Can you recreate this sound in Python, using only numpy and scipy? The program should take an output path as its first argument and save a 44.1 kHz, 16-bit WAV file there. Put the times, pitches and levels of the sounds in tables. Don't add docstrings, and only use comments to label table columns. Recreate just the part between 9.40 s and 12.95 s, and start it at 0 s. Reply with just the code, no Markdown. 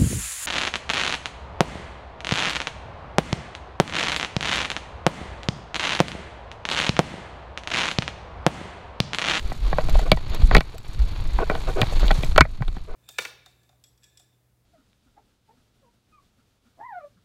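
import sys
import numpy as np
from scipy import signal
from scipy.fft import rfft, irfft
from scipy.io import wavfile

SR = 44100
rng = np.random.default_rng(int(sys.argv[2]) if len(sys.argv) > 2 else 0)


def wrap_up_sound(samples):
    columns = np.atleast_2d(samples).T
    tamed = np.clip(columns, -1, 1)
    steps = np.round(tamed * 32767).astype(np.int16)
    wavfile.write(sys.argv[1], SR, steps)


N = 156555

# (time [s], hiss level [dB], fizz level [dB])
ROLL_LEVELS = [(0.0, -46, -58), (0.17, -50.5, -58), (0.49, -45.5, -56.5), (0.56, -40.5, -53.5),
               (0.71, -51, -60.5), (0.93, -49.5, -64.5), (1.06, -45, -56), (1.19, -53, -64),
               (1.4, -58.5, -66.5), (1.62, -49, -58.5), (1.8, -48.5, -60), (2.03, -48.5, -59),
               (2.17, -47.5, -58), (2.38, -46, -55), (2.52, -42, -54.5), (2.66, -39, -53),
               (2.8, -46.5, -52.5), (2.85, -44.5, -52), (2.97, -55.5, -64), (3.05, -59, -70),
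               (3.55, -59, -69.5)]
# (frequency [Hz], level [dB])
HISS_SPECTRUM = [(100, -29), (300, 7), (600, 2), (1100, 2), (1800, -4.5), (2300, -2), (2900, -5),
                 (3700, -2.5), (4500, -2), (5200, -20.5), (6000, -22.5), (6900, -14), (7800, -43),
                 (15000, -61)]


def amp(db):
    return 10 ** (np.asarray(db) / 20)


def unit(x):
    return x / np.sqrt(np.mean(x ** 2) + 1e-20)


def add(mix, time_s, sound):
    start = round(time_s * SR)
    sound = sound[max(-start, 0):]
    part = mix[max(start, 0):][:len(sound)]
    part += sound[:len(part)]


def curve(rows, column=1):
    rows = np.array(rows)
    return np.interp(np.arange(N) / SR, rows[:, 0], rows[:, column])


def colour(x, spectrum):
    hz, db = np.transpose(spectrum)
    bins_hz = np.fft.rfftfreq(len(x), 1 / SR)
    gain = amp(np.interp(np.log(bins_hz + 1), np.log(hz), db))
    return unit(irfft(rfft(x) * gain, len(x)))


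def wander(rate_hz):
    rolloff = 1 + (np.fft.rfftfreq(N, 1 / SR) / rate_hz) ** 2
    return unit(irfft(rfft(rng.standard_normal(N)) / rolloff, N))


def ring(modes, t, scatter_db, detune):
    out = np.zeros(len(t))
    for hz, db, t60_s in modes:
        decay = amp(db + scatter_db * rng.standard_normal() - 60 * t / t60_s)
        detuned_hz = hz * (1 + detune * rng.standard_normal())
        out += decay * np.sin(2 * np.pi * detuned_hz * t)
    return out


def wind():
    # (time [s], level [dB])
    levels = [(0.0, -29), (0.17, -35.5), (0.22, -32), (0.44, -28.5), (0.54, -22.5), (0.69, -32),
              (0.72, -20.5), (0.79, -35), (1.18, -17), (1.23, -39), (1.45, -40.5), (1.62, -28.5),
              (1.7, -31), (2.93, -28), (3.01, -26), (3.17, -38.5), (3.2, -33), (3.55, -44)]
    # (frequency [Hz], level [dB])
    spectrum = [(8, 2.5), (18, 7), (32, -2), (60, -8), (120, -15), (250, -31), (500, -57), (1500, -82)]
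    gain_db, gust_db = 7, 2.5
    rumble = colour(rng.standard_normal(N), spectrum)
    return rumble * amp(gain_db + curve(levels) + gust_db * wander(rate_hz=36))


def heaves():
    # (peak time [s], frequency [Hz], level [dB], half-width [s])
    swings = [(0.258, 41, -12, 0.028), (0.529, 15, -7.5, 0.019), (0.574, 33, -3.5, 0.014),
              (.725, 130, -10, 0.0034), (0.908, 42, -14, 0.008), (1.041, 28, 3, 0.0059),
              (1.078, 17, -10.5, 0.013), (1.152, 42.6, -7.5, 0.027), (1.614, 47.6, -9, 0.017),
              (1.948, 41.4, -11.5, 0.015), (2.277, 33, -16.5, 0.014), (2.425, 110, -15, 0.012),
              (2.577, 26, -11.5, 0.034), (2.645, 39, -7.5, 0.02), (2.699, 26.8, -9, 0.072),
              (2.79, 113, -14, 0.0049), (3.01, 66, -7.5, 0.015), (3.217, 122, -16.5, 0.0072),
              (3.282, 28, -16, 0.034)]
    out, t = np.zeros(N), np.arange(-SR // 5, SR // 5) / SR
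    for time_s, hz, db, half_width_s in swings:
        envelope = amp(db) / np.cosh(1.44 * t / half_width_s)
        add(out, time_s + t[0], envelope * np.cos(2 * np.pi * hz * t))
    return out


def leaves():
    # (peak time [s], half-width [s], level [dB])
    swells = [(0.292, 0.057, -42), (0.944, 0.036, -36.5), (1.02, 0.0058, -34), (1.132, 0.014, -31)]
    t = np.arange(N) / SR
    envelope = sum(amp(db) * np.exp(-((t - time_s) / half_s) ** 2) for time_s, half_s, db in swells)
    return colour(rng.standard_normal(N), HISS_SPECTRUM) * envelope


def freewheel():
    # (time [s], click rate [Hz])
    click_rates = [(0, 38), (.3, 39), (.55, 48), (1.2, 52), (1.38, 36), (1.48, 43), (1.62, 31), (1.76, 33),
                   (1.9, 29), (2.02, 56), (2.3, 79), (3.55, 41)]
    # (frequency [Hz], level [dB])
    spectrum = [(2000, -23), (3900, 13), (5300, 6.5), (6600, 10.5), (8000, 6.5), (13200, -2), (15200, -11),
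                (15800, -37.5)]
    gain_db, spread_db, decay_s = 2, 3, .015
    rate_hz = curve(click_rates) * (1 + .13 * wander(rate_hz=60))
    since_click_s = np.cumsum(rate_hz) / SR % 1 / rate_hz
    clicks = colour(rng.standard_normal(N) * np.exp(-since_click_s / decay_s), spectrum)
    return clicks * amp(gain_db + curve(ROLL_LEVELS, column=2) + spread_db * wander(rate_hz=25))


def tyres():
    # (frequency [Hz], level [dB])
    fizz_spectrum = [(3000, -27), (5500, 29), (6900, -11), (7700, 7.5), (9000, 12.5), (10400, 17),
                     (11500, 10), (13000, 16.5), (14000, 6), (15200, 15), (15700, -44)]
    hiss_db, fizz_db = 4.5, -5
    grains_per_s, spread_db = 520, .5
    sizes = amp(spread_db * np.minimum(rng.exponential(1, N), 5))
    grit = unit(sizes * rng.choice([-1, 1], N) * (rng.random(N) < grains_per_s / SR))
    flicker_db = 2.6 * wander(rate_hz=70)
    hiss = colour(rng.standard_normal(N) + .93 * grit, HISS_SPECTRUM)
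    fizz = colour(rng.standard_normal(N) + .25 * grit, fizz_spectrum)
    hiss *= amp(hiss_db + curve(ROLL_LEVELS, column=1) + flicker_db)
    fizz *= amp(fizz_db + curve(ROLL_LEVELS, column=2) + flicker_db)
    return hiss + fizz


def ticks():
    # (time [s], level [dB])
    taps = [(0.496, -24), (0.5457, -46), (0.5916, -29.5), (0.8983, -33.5), (0.9472, -22), (1.3811, -32.5),
            (2.416, -43), (2.5965, -25), (2.669, -31), (2.8464, -24.5), (3.28, -51)]
    # (frequency [Hz], level [dB], t60 [s])
    modes = [(3926, 18, 0.049), (5230, 13, 0.017), (7520, 21, .03), (9600, -11, 0.012), (13600, 3, .015),
             (14700, -5, .012)]
    # (frequency [Hz], level [dB])
    spectrum = [(1500, 2), (4000, 3), (8000, -7), (13000, -4), (16000, -16)]
    gain_db, contact_s = 1, .0028
    out, t = np.zeros(N), np.arange(SR // 20) / SR
    for time_s, db in taps:
        contact = rng.standard_normal(len(t)) * np.exp(-t / contact_s)
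        metal = ring(modes, t, scatter_db=2, detune=.03)
        ringing = unit(signal.fftconvolve(contact, metal)[:len(t)])
        tick = ringing + 2 * colour(contact, spectrum)
        add(out, time_s, amp(gain_db + db) * tick / abs(tick).max())
    return out


def judders():
    # (start [s], length [s], level [dB])
    spells = [(0.395, 0.023, -36), (0.548, 0.017, -36), (0.614, 0.023, -37.5), (0.653, 0.0295, -33.5),
              (1.114, 0.08, -30.5), (1.141, 0.031, -24.5), (1.34, 0.022, -43), (1.999, 0.0083, -24),
              (2.009, 0.032, -24.5), (2.101, 0.021, -25.5), (2.119, 0.071, -36.5), (2.274, 0.016, -29.5),
              (2.286, 0.023, -30), (2.357, 0.059, -25.5), (3.473, 0.056, -43.5), (3.532, 0.053, -38.5)]
    # (centre [Hz], width [Hz], level [dB])
    resonances = [(459, 150, 9.5), (638, 98, 8), (770, 43, 6), (1047, 550, -3), (1455, 73, 0),
                  (2250, 700, -13.5)]
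    out, t = np.zeros(N), np.arange(SR // 5) / SR
    hz = np.fft.rfftfreq(len(t), 1 / SR)
    body = sum(amp(db) / (1 + 2j * (hz - centre) / width) ** 2 for centre, width, db in resonances)
    for start_s, length_s, db in spells:
        arch = np.sqrt(abs(np.sin(np.pi * np.minimum(t / length_s, 1))))
        slips = rng.standard_normal(len(t)) * arch
        shake = unit(irfft(rfft(slips) * body, len(t)))
        add(out, start_s - .003, amp(db) * np.sqrt(length_s / t[-1]) * shake)
    return out


def knocks():
    # (time [s], level [dB], then relative band levels: thud, body, clack, ring, crack [dB])
    bumps = [(0.117, -24, -4.5, -3, -11.5, -15, -29), (0.327, -12.5, -8, -7, -11, -32, -25),
             (0.383, -3.5, -20, -8.5, -20.5, -27.5, -33.5), (0.485, -20, -5, -7.5, -16, -25, -20),
             (0.551, -17, -24, -4, -34, -43, -37), (0.591, -19.5, -25, -3, -14, -22, -24),
             (0.716, -7.5, -6, 0, -14, -6, -2), (0.729, -23.5, 7, -26, -11, -34, -12),
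             (0.771, -22, -15, -6.5, -32, -14, -19), (1.11, -12, -7.5, -5.5, -8.5, -17, -22),
             (1.148, 4.5, -17, -20.5, -13, -14.5, -22), (1.165, 0, -11.5, -13, -21, -16, -15.5),
             (1.18, -18.5, 2.5, -7, -15, -28, -7), (1.206, -14.5, -12.5, -12.5, -10.5, -18, -13.5),
             (1.986, -13, -13, -6, -14.5, -24, -44), (2.097, -9, -10, -9, -10.5, -17, -24),
             (2.151, -17, -13, -9, -14, -34, -17), (2.415, -4, -9.5, -16, -18, -16.5, -12),
             (2.429, -14.5, -10, -7.5, -13.5, -34, -21), (2.522, -25, -14, -2.5, -36, -24, -29),
             (2.628, -20, -5, -6, -14, -34, -34), (2.639, -19, -3, -17, -14.5, -24, -32),
             (2.68, -16, -16, -16, -32, -32, -9.5), (2.705, -13, -43, -4.5, -5, -18, -28),
             (2.711, -7, -12, -9.5, -21, -24, -15), (2.832, -15, -8.5, -12, -35, -14, -14),
             (2.96, -14, -7, -13, -7, -16, -12.5), (2.978, 3, -35, -5, -6, -19.5, -16),
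             (3.007, 0, -6.5, -22, 0.5, -8.5, -13), (3.051, -26.5, -29, -3, -9.5, -13, -31),
             (3.205, -34.5, 7.5, -6.5, -13, -20, -23), (3.221, -28.5, -8, -1.5, -2, -12, -15),
             (3.279, -30, -4, -11, -9, -20, -6), (3.366, -28, -2.5, -10, -14, -34, -23)]
    edges_hz = [130, 450, 1000, 1900, 2600, 17000]
    # (frequency [Hz], level [dB], t60 [s])
    modes = [(162.5, -4, 0.041), (237.6, 2.5, 0.012), (407, -10, 0.021), (641, -6, 0.058),
             (772.5, 5.5, 0.022), (1084, -11, 0.045), (1335, 4, 0.013), (1490, -5, 0.034),
             (1775, -7, 0.016), (1930, 1, 0.022), (2288, -4, 0.046), (2375, -10, 0.046), (2667, -12, 0.046),
             (3500, -6.5, 0.0074), (4430, -16.5, 0.024), (6720, -35, .012)]
    # (frequency [Hz], level [dB])
    clatter_spectrum = [(100, -3.5), (350, -10.5), (800, 2.5), (2400, 3), (4500, 1), (5200, -27.5),
                        (6100, -47.5), (6900, -19.5), (8000, -38.5), (16000, -28.5)]
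    # (frequency [Hz], level [dB])
    echo_spectrum = [(200, -17), (2000, -3.5), (8000, -27)]
    gain_db, clatter_db, echo_db = -17.5, 13.5, -20
    contact_s, clatter_s, echo_s = .0014, .0032, .019
    delay_s = .0008
    out, t = np.zeros(N), np.arange(SR // 5) / SR
    bands = [signal.butter(5, pair, "band", fs=SR, output="sos") for pair in zip(edges_hz, edges_hz[1:])]
    for time_s, level_db, *bands_db in bumps:
        grit, clatter_noise, echo_noise = rng.standard_normal((3, len(t)))
        contact = (t == 0) + .41 * grit * np.exp(-t / contact_s)
        frame = ring(modes, t, scatter_db=2, detune=.01)
        clatter = amp(clatter_db) * colour(clatter_noise, clatter_spectrum) * np.exp(-t / clatter_s)
        echo = amp(echo_db) * colour(echo_noise, echo_spectrum) * np.exp(-t / echo_s)
        blow = signal.fftconvolve(contact, frame)[:len(t)] + clatter + echo
        for sos, band_db in zip(bands, bands_db):
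            band = unit(signal.sosfilt(sos, blow))
            add(out, time_s + delay_s, amp(gain_db + level_db + band_db) * band)
    return out


def scene():
    return (knocks() + judders() + ticks() + tyres() + freewheel() + leaves() + wind() + heaves())[None]


def record(dry):
    highpass_hz, ceiling, lowpass_hz = 4, .97, 16000
    blocked = signal.lfilter(*signal.butter(1, highpass_hz, "high", fs=SR), dry)
    clipped = blocked / (1 + abs(blocked / ceiling) ** 8) ** (1 / 8)
    lowpass = signal.firwin(401, lowpass_hz, window=("kaiser", 8), fs=SR)
    return signal.oaconvolve(clipped, lowpass[None], "same")


dry = scene()
out = record(dry)
wrap_up_sound(out)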